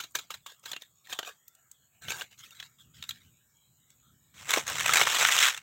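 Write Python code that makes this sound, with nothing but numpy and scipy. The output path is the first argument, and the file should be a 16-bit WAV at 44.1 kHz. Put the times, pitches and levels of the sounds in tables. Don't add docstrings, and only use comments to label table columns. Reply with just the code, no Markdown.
import sys
import numpy as np
from scipy import signal
from scipy.io import wavfile
from scipy.ndimage import map_coordinates

SR = 44100
rng = np.random.default_rng(int(sys.argv[2]) if len(sys.argv) > 2 else 0)


def waveform_to_disk(signal):
    frames = np.transpose(np.atleast_2d(signal))
    scaled = np.clip(frames, -1, 1) * 32767
    samples = np.round(scaled).astype(np.int16)
    wavfile.write(sys.argv[1], SR, samples)


N = 247842
TIME = np.arange(N) / SR

# t/s, level/dB, ring f/Hz, treble over body/dB
SNAPS_AND_TICKS = [(0.109, -57, 8900, 18), (0.119, -58, 13300, 22), (0.1533, -23, 6060, 2),
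                   (0.595, -57, 8900, 19), (0.716, -29.5, 3500, 4), (0.732, -30, 4020, -13),
                   (0.7632, -32.5, 2790, -12), (0.82, -38.5, 3650, 1), (1.071, -46.5, 1870, 1),
                   (1.126, -29, 3150, -5), (1.131, -30.5, 6900, -6.5), (1.189, -24, 3140, -5),
                   (1.229, -34.5, 2985, -14), (1.2483, -39.5, 3050, -8), (1.48, -43, 14000, 26),
                   (1.55, -52.5, 8430, 15), (1.714, -42, 7880, 26), (2.083, -31, 3030, -18),
                   (2.1042, -26, 2606, 1), (2.119, -28.5, 7360, -9), (2.2106, -30, 2870, -14),
                   (2.218, -30, 1550, -6), (2.507, -46, 2783, 21), (2.6, -33, 3350, -10),
                   (2.6265, -37, 1740, -10), (3.025, -32.5, 3650, -7), (3.0384, -37.5, 3792, -6),
                   (3.091, -26.5, 3940, 5), (3.108, -30, 3260, -5.5), (3.903, -52, 7840, 8),
                   (4.5067, -21, 3488, 5.5), (4.5375, -16.5, 2270, -5.5), (4.572, -26, 470, -2.5),
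                   (4.668, -33.5, 1643, 6), (4.6785, -27.5, 6520, 1), (4.6984, -30, 1655, 18),
                   (4.8075, -26.5, 2200, 0), (4.861, -19.5, 2510, -2), (4.893, -20.5, 1318, -18.5),
                   (4.936, -15.5, 2185, 9.5), (4.9572, -18, 2400, 2), (4.9702, -18, 1750, -1),
                   (5.0139, -14, 2245, -11.5), (5.071, -19, 1140, -10.5), (5.25, -14, 1490, -16.5),
                   (5.426, -21.5, 2164, 3.5), (5.468, -23.5, 3400, 7), (5.546, -31, 3510, -3.5),
                   (5.5763, -32.5, 2710, -1)]
# f/Hz, level per hertz/dB
OPEN_COLOUR = [(40, -27.5), (120, -24), (400, -8.5), (1000, -5.5), (1550, 1.5), (1950, -3.5), (2400, -1.5),
               (3700, 3), (4700, -4.5), (5500, -5.5), (6900, 3), (9400, -11), (11500, -13), (13000, -6)]
# f/Hz, level per hertz/dB
CRUSHED_COLOUR = [(40, -63), (130, -17.5), (220, -21.5), (450, -9.5), (750, -5), (1350, 3), (2200, 3),
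                  (3700, -1), (4700, -12.5), (6200, -7.5), (7700, -8.5), (9400, -21.5), (11300, -23.5),
                  (13000, -21)]
# f/Hz, level per hertz/dB
HISS_COLOUR = [(100, -9), (1400, -10.5), (1900, -18.5), (3700, -26.5), (4500, -31), (6100, -26.5),
               (6700, -2.5), (7800, 0), (9400, -17), (11500, -16.5), (12300, -6)]
# t/s, level/dB
BREEZE_LEVEL = [(0, -71), (1.2, -80), (1.95, -79), (2.1, -55.5), (2.3, -72.5), (3.28, -59), (3.45, -75),
                (4.3, -66.5), (4.85, -51), (5.5, -68)]
# f/Hz, level per hertz/dB
RUMBLE_COLOUR = [(25, -34.5), (70, -3), (140, 0), (260, -13.5), (1500, -57.5)]
# t/s, level/dB
BODY_LEVEL = [(0.8, 1.5), (1.2, 3), (2.2, 4), (2.4, -9.5), (3.1, -13), (4.58, 3), (5.02, 2.5), (5.45, -5)]
RESONANT_PITCHES = [1266, 1774, 2200, 2900, 3320, 3890, 5480, 7570]
# t/s, level/dB, ring f/Hz, rebound against tap/dB
FINGER_TAPS = [(0.001, -30.5, 1450, -5), (0.151, -24, 1630, -7.5), (0.304, -32, 1220, -2.5),
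               (0.462, -36.5, 1110, -17.5), (0.657, -34, 4010, -14)]
# start t/s, length/s, level/dB
HAND_MOVES = [(0.483, 0.029, -53), (0.624, 0.03, -53.5), (0.672, 0.053, -47.5), (0.795, 0.04, -58.5),
              (1.041, 0.022, -58), (1.084, 0.049, -43), (1.15, 0.12, -59), (1.253, 0.025, -43),
              (2.012, 0.097, -48), (2.074, 0.14, -43), (2.303, 0.023, -58), (2.372, 0.086, -51.5),
              (2.501, 0.15, -55.5), (2.783, 0.032, -57.5), (2.933, 0.24, -59), (3.193, 0.08, -66)]
# start t/s, length/s, starting level/dB, treble over body/dB
FIST_SQUEEZES = [(4.337, 0.17, -50, -1), (4.475, 0.1, -30, -2), (4.652, 0.22, -35.5, -3.5),
                 (4.849, 0.096, -27.5, -5.5), (4.92, 0.1, -25, -1.5), (5.038, 0.23, -27.5, -4),
                 (5.273, 0.2, -25, -3.5), (5.501, 0.067, -46, -4)]
# t/s, level/dB
SHEET_KNOCKS = [(1.189, -36), (4.573, -25.5), (5.0136, -22.5)]
# f/Hz, level per hertz/dB
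KNOCK_COLOUR = [(60, -32), (130, -11.5), (210, -13), (320, -5), (750, 0), (1500, -15.5), (4000, -65.5)]

EDGE_HZ = 16000
BODY_HZ = 1068
CLOSE_S = 4.33
DRAUGHT_DB = -30
REBOUND_S, REBOUND_HZ = 0.036, 3930
TAP_TREBLE_DB, TAP_DECAY_S = -1.5, 0.0056
SHAKE_DB, SHAKE_RISE_S, SHAKE_FADE_DB_PER_S = -11.5, 0.004, 291
MOVE_RISE_S, MOVE_FADE_DB_PER_S = 0.014, 377
STRAIN_DB, STRAIN_S = -17.5, 0.0025
SQUEEZE_RISE_S, TIGHTEN_DB_PER_S, RELAX_DB_PER_S = 0.028, 20.5, 316
OPEN_DECAY_S, CRUSHED_DECAY_S = 0.0031, 0.0019
STRAY_CHANCES_PER_S, STRAY_DB, STRAY_SPREAD_DB = 42, -0.5, 0.5
STRAY_TREBLE_DB, STRAY_TREBLE_SPREAD_DB = -6.5, 8
KNOCK_DECAY_S = 0.0077


def gain_of(db):
    return 10 ** (np.asarray(db) / 20)


def evened(x):
    return x / np.sqrt(np.mean(x ** 2) + 1e-20)


def follow(rows):
    s, *columns = np.transpose(rows)
    return [np.interp(TIME, s, column) for column in columns]


def add(mix, s, sound):
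    part = mix[max(round(s * SR), 0):][:len(sound)]
    part += sound[:len(part)]


def colour(x, points, size=2048):
    hz, db = np.transpose(points)
    f = abs(np.fft.fftfreq(size, 1 / SR))
    curve_db = np.interp(np.log(f + 1), np.log(hz), db)
    log_gain = np.log(gain_of(curve_db))
    spectrum = np.exp(np.conj(signal.hilbert(log_gain)))
    response = np.fft.ifft(spectrum).real
    return signal.fftconvolve(x, response[:size // 2])[:len(x)]


def brighten(x, treble_db, split_hz=5000):
    lowpass = signal.butter(3, split_hz, fs=SR, output="sos")
    body = signal.sosfiltfilt(lowpass, x)
    treble = gain_of(treble_db)
    return (evened(body) + treble * evened(x - body)) / np.sqrt(1 + treble ** 2)


def wander(rate, size=8192):
    values = rng.standard_normal(size)
    return evened(map_coordinates(values, [TIME * rate], order=2, mode="wrap"))


def ring_and_patch(x, ring_db, bend_db, bends_per_s, width_hz=110, patch_hz=230, size=512):
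    overlap = size * 3 // 4
    hz, t, z = signal.stft(x, SR, nperseg=size, noverlap=overlap)
    ringing = sum(np.exp(-((hz - f) / width_hz) ** 2) for f in RESONANT_PITCHES)[:, None]
    grid = np.meshgrid(hz / patch_hz, t * bends_per_s, indexing="ij")
    values = rng.standard_normal((256, 1024))
    patches = evened(map_coordinates(values, grid, order=1, mode="wrap"))
    depth_db = bend_db / (1 + (hz[:, None] / 9000) ** 2)
    z = z * gain_of(ring_db * ringing + depth_db * np.minimum(patches, 2))
    shaped = signal.istft(z, SR, nperseg=size, noverlap=overlap)[1][:N]
    return evened(shaped) * np.std(x)


def faint_patchy_noise():
    noise = colour(rng.standard_normal(N), OPEN_COLOUR)
    patchy = ring_and_patch(noise, ring_db=8, bend_db=9.5, bends_per_s=12)
    return gain_of(-74.5) * evened(patchy * gain_of(2 * wander(21.98)))


def cricket(hz=6850, width_hz=420, chirps_per_s=4.6, first_s=0.1, pulses_per_s=70, db=-78):
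    chirp = np.cos(np.pi * chirps_per_s * (TIME - first_s)) ** 2
    strokes = np.cos(np.pi * pulses_per_s * TIME) ** 2
    tone = wander(width_hz) * np.sin(2 * np.pi * hz * TIME)
    return gain_of(db) * evened(chirp * strokes * tone)


def outdoors(stir):
    breeze_db, = follow(BREEZE_LEVEL)
    hiss = colour(rng.standard_normal(N), HISS_COLOUR)
    hiss = evened(hiss * gain_of(1.0 * wander(56)))
    rumble = colour(rng.standard_normal(N), RUMBLE_COLOUR, size=8192)
    rumble = evened(rumble * gain_of(2.6 * wander(17)))
    wind = np.hypot(gain_of(breeze_db), gain_of(DRAUGHT_DB) * stir)
    return gain_of(-69.5) * hiss + wind * rumble


def scatter(x, t60=0.11, delay=0.00307, size=12000):
    t = np.arange(size) / SR
    tail = rng.standard_normal(size) * gain_of(-60 * t / t60) * (t > delay)
    wet = signal.fftconvolve(x, tail / np.linalg.norm(tail))[:N]
    return ring_and_patch(wet, ring_db=3, bend_db=5.5, bends_per_s=12)


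def stroke(start, length, rise_s, fade_db_per_s, swell_db_per_s=0):
    t = TIME - start
    db = swell_db_per_s * np.clip(t, 0, length) - fade_db_per_s * np.maximum(t - length, 0)
    return np.clip(t / rise_s, 0, 1) * gain_of(np.maximum(db, -150))


def straining(s, db):
    distance = np.minimum(abs(TIME - s) / STRAIN_S, 15)
    return gain_of(db + STRAIN_DB - 8.7 * distance)


def stirring():
    taps = [gain_of(db + SHAKE_DB) * stroke(s, 0, SHAKE_RISE_S, SHAKE_FADE_DB_PER_S)
            for s, db, _, _ in FINGER_TAPS]
    moves = [gain_of(db) * stroke(s, length, MOVE_RISE_S, MOVE_FADE_DB_PER_S)
             for s, length, db in HAND_MOVES]
    strain = sum(straining(s, db) for s, db, _, _ in FINGER_TAPS + SNAPS_AND_TICKS if s < CLOSE_S)
    return np.linalg.norm(taps + moves + [strain], axis=0)


def squeezing():
    gains = [gain_of(db) * stroke(s, length, SQUEEZE_RISE_S, RELAX_DB_PER_S, TIGHTEN_DB_PER_S)
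             for s, length, db, _ in FIST_SQUEEZES]
    power = np.array(gains) ** 2
    total = power.sum(0)
    treble_db = np.array(FIST_SQUEEZES)[:, 3] @ power / (total + 1e-30)
    return np.sqrt(total), treble_db


def crackle(per_s, spread_db, clump_db, clump_rate, rub):
    size = gain_of(spread_db * np.minimum(rng.exponential(1, N), 3.4))
    clicks = size * rng.choice([-1, 1], N) * (rng.random(N) < per_s / SR)
    rubbed = evened(clicks) + rub * rng.standard_normal(N)
    return evened(rubbed * gain_of(clump_db * wander(clump_rate)))


def handling(stir):
    buckles = crackle(per_s=1400, spread_db=3.6, clump_db=1.8, clump_rate=140, rub=.8)
    rung = ring_and_patch(colour(buckles, OPEN_COLOUR), ring_db=1.5, bend_db=7.5, bends_per_s=32)
    return stir * evened(rung)


def snap(db, hz, treble_db, decay, film, rise, crack, ring, ring_decay, span=0.0047, size=2048):
    t = np.arange(size) / SR
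    envelope = (1 - np.exp(-t / rise)) * np.exp(-t / max(decay, 1e-4))
    slips = evened(rng.standard_normal(size) * envelope)
    edge = evened(signal.unit_impulse(size))
    tone = evened(np.sin(2 * np.pi * hz * t) * t * np.exp(-t / ring_decay))
    burst = brighten(colour(slips + crack * edge, film), treble_db)
    sound = evened(burst + ring * tone)
    return gain_of(db) * sound * np.sqrt(span * SR / size)


def tapping():
    out = np.zeros(N)
    for s, db, hz, rebound_db in FINGER_TAPS:
        for delay, level_db, ring_hz in (0, db, hz), (REBOUND_S, db + rebound_db, REBOUND_HZ):
            slap = snap(level_db, ring_hz, TAP_TREBLE_DB, TAP_DECAY_S, OPEN_COLOUR,
                        rise=.003, crack=0, ring=0.64, ring_decay=.0012)
            add(out, s + delay, gain_of(-2.0) * slap)
    return ring_and_patch(out, ring_db=1.5, bend_db=1, bends_per_s=22, patch_hz=330, size=256)


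def knocks(size=4096):
    out, t = np.zeros(N), np.arange(size) / SR
    for s, db in SHEET_KNOCKS:
        shudder = evened(colour(rng.standard_normal(size), KNOCK_COLOUR))
        add(out, s, gain_of(db) * shudder * np.exp(-t / KNOCK_DECAY_S))
    return out


def crumpling(squeeze, treble_db):
    buckles = crackle(per_s=1700, spread_db=4.7, clump_db=1.4, clump_rate=190, rub=.5)
    rung = ring_and_patch(colour(buckles, CRUSHED_COLOUR), ring_db=0.5, bend_db=3.0, bends_per_s=65,
                          patch_hz=392, size=128)
    return squeeze * gain_of(-1.5) * brighten(rung, treble_db)


def crease(s, db, hz, treble_db):
    if s < CLOSE_S:
        return snap(db - 3.0, hz, treble_db, OPEN_DECAY_S, OPEN_COLOUR,
                    rise=0.0014, crack=0, ring=0.95, ring_decay=.0014)
    return snap(db - 1.24, hz, treble_db, CRUSHED_DECAY_S, CRUSHED_COLOUR,
                rise=.0002, crack=0.54, ring=0.77, ring_decay=0.0016)


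def creases(rustle, count=400):
    out = np.zeros(N)
    for row in SNAPS_AND_TICKS:
        add(out, row[0], crease(*row))
    for k, (when, size, pitch, bright) in enumerate(rng.random((count, 4))):
        s = (k + when) / STRAY_CHANCES_PER_S
        if s < TIME[-1] and rustle[int(s * SR)] > 1e-3:
            rustle_db = 20 * np.log10(rustle[int(s * SR)])
            db = rustle_db + STRAY_DB + STRAY_SPREAD_DB * (2 * size - 1)
            hz = RESONANT_PITCHES[int(pitch * len(RESONANT_PITCHES))]
            treble_db = STRAY_TREBLE_DB + STRAY_TREBLE_SPREAD_DB * (2 * bright - 1)
            add(out, s, crease(s, db, hz, treble_db))
    return out


def scene():
    stir = stirring()
    squeeze, treble_db = squeezing()
    background = outdoors(stir) + cricket()
    packet = handling(stir) + crumpling(squeeze, treble_db) + tapping() + creases(stir + squeeze)
    packet = packet + faint_patchy_noise()
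    body_db, = follow(BODY_LEVEL)
    low = signal.sosfiltfilt(signal.butter(2, BODY_HZ, fs=SR, output="sos"), packet)
    packet = packet + (gain_of(body_db) - 1) * low + knocks()
    wet = np.where(TIME > CLOSE_S, .5, 1)
    return (packet + gain_of(-11.5) * scatter(wet * packet) + background)[None]


def record(dry):
    low_cut = signal.butter(2, 50, "highpass", fs=SR, output="sos")
    cut = signal.sosfilt(low_cut, dry)
    band_limit = signal.firwin(511, EDGE_HZ, window=("kaiser", 9), fs=SR)
    return signal.oaconvolve(cut, band_limit[None], "same")


dry = scene()
out = record(dry)
waveform_to_disk(out)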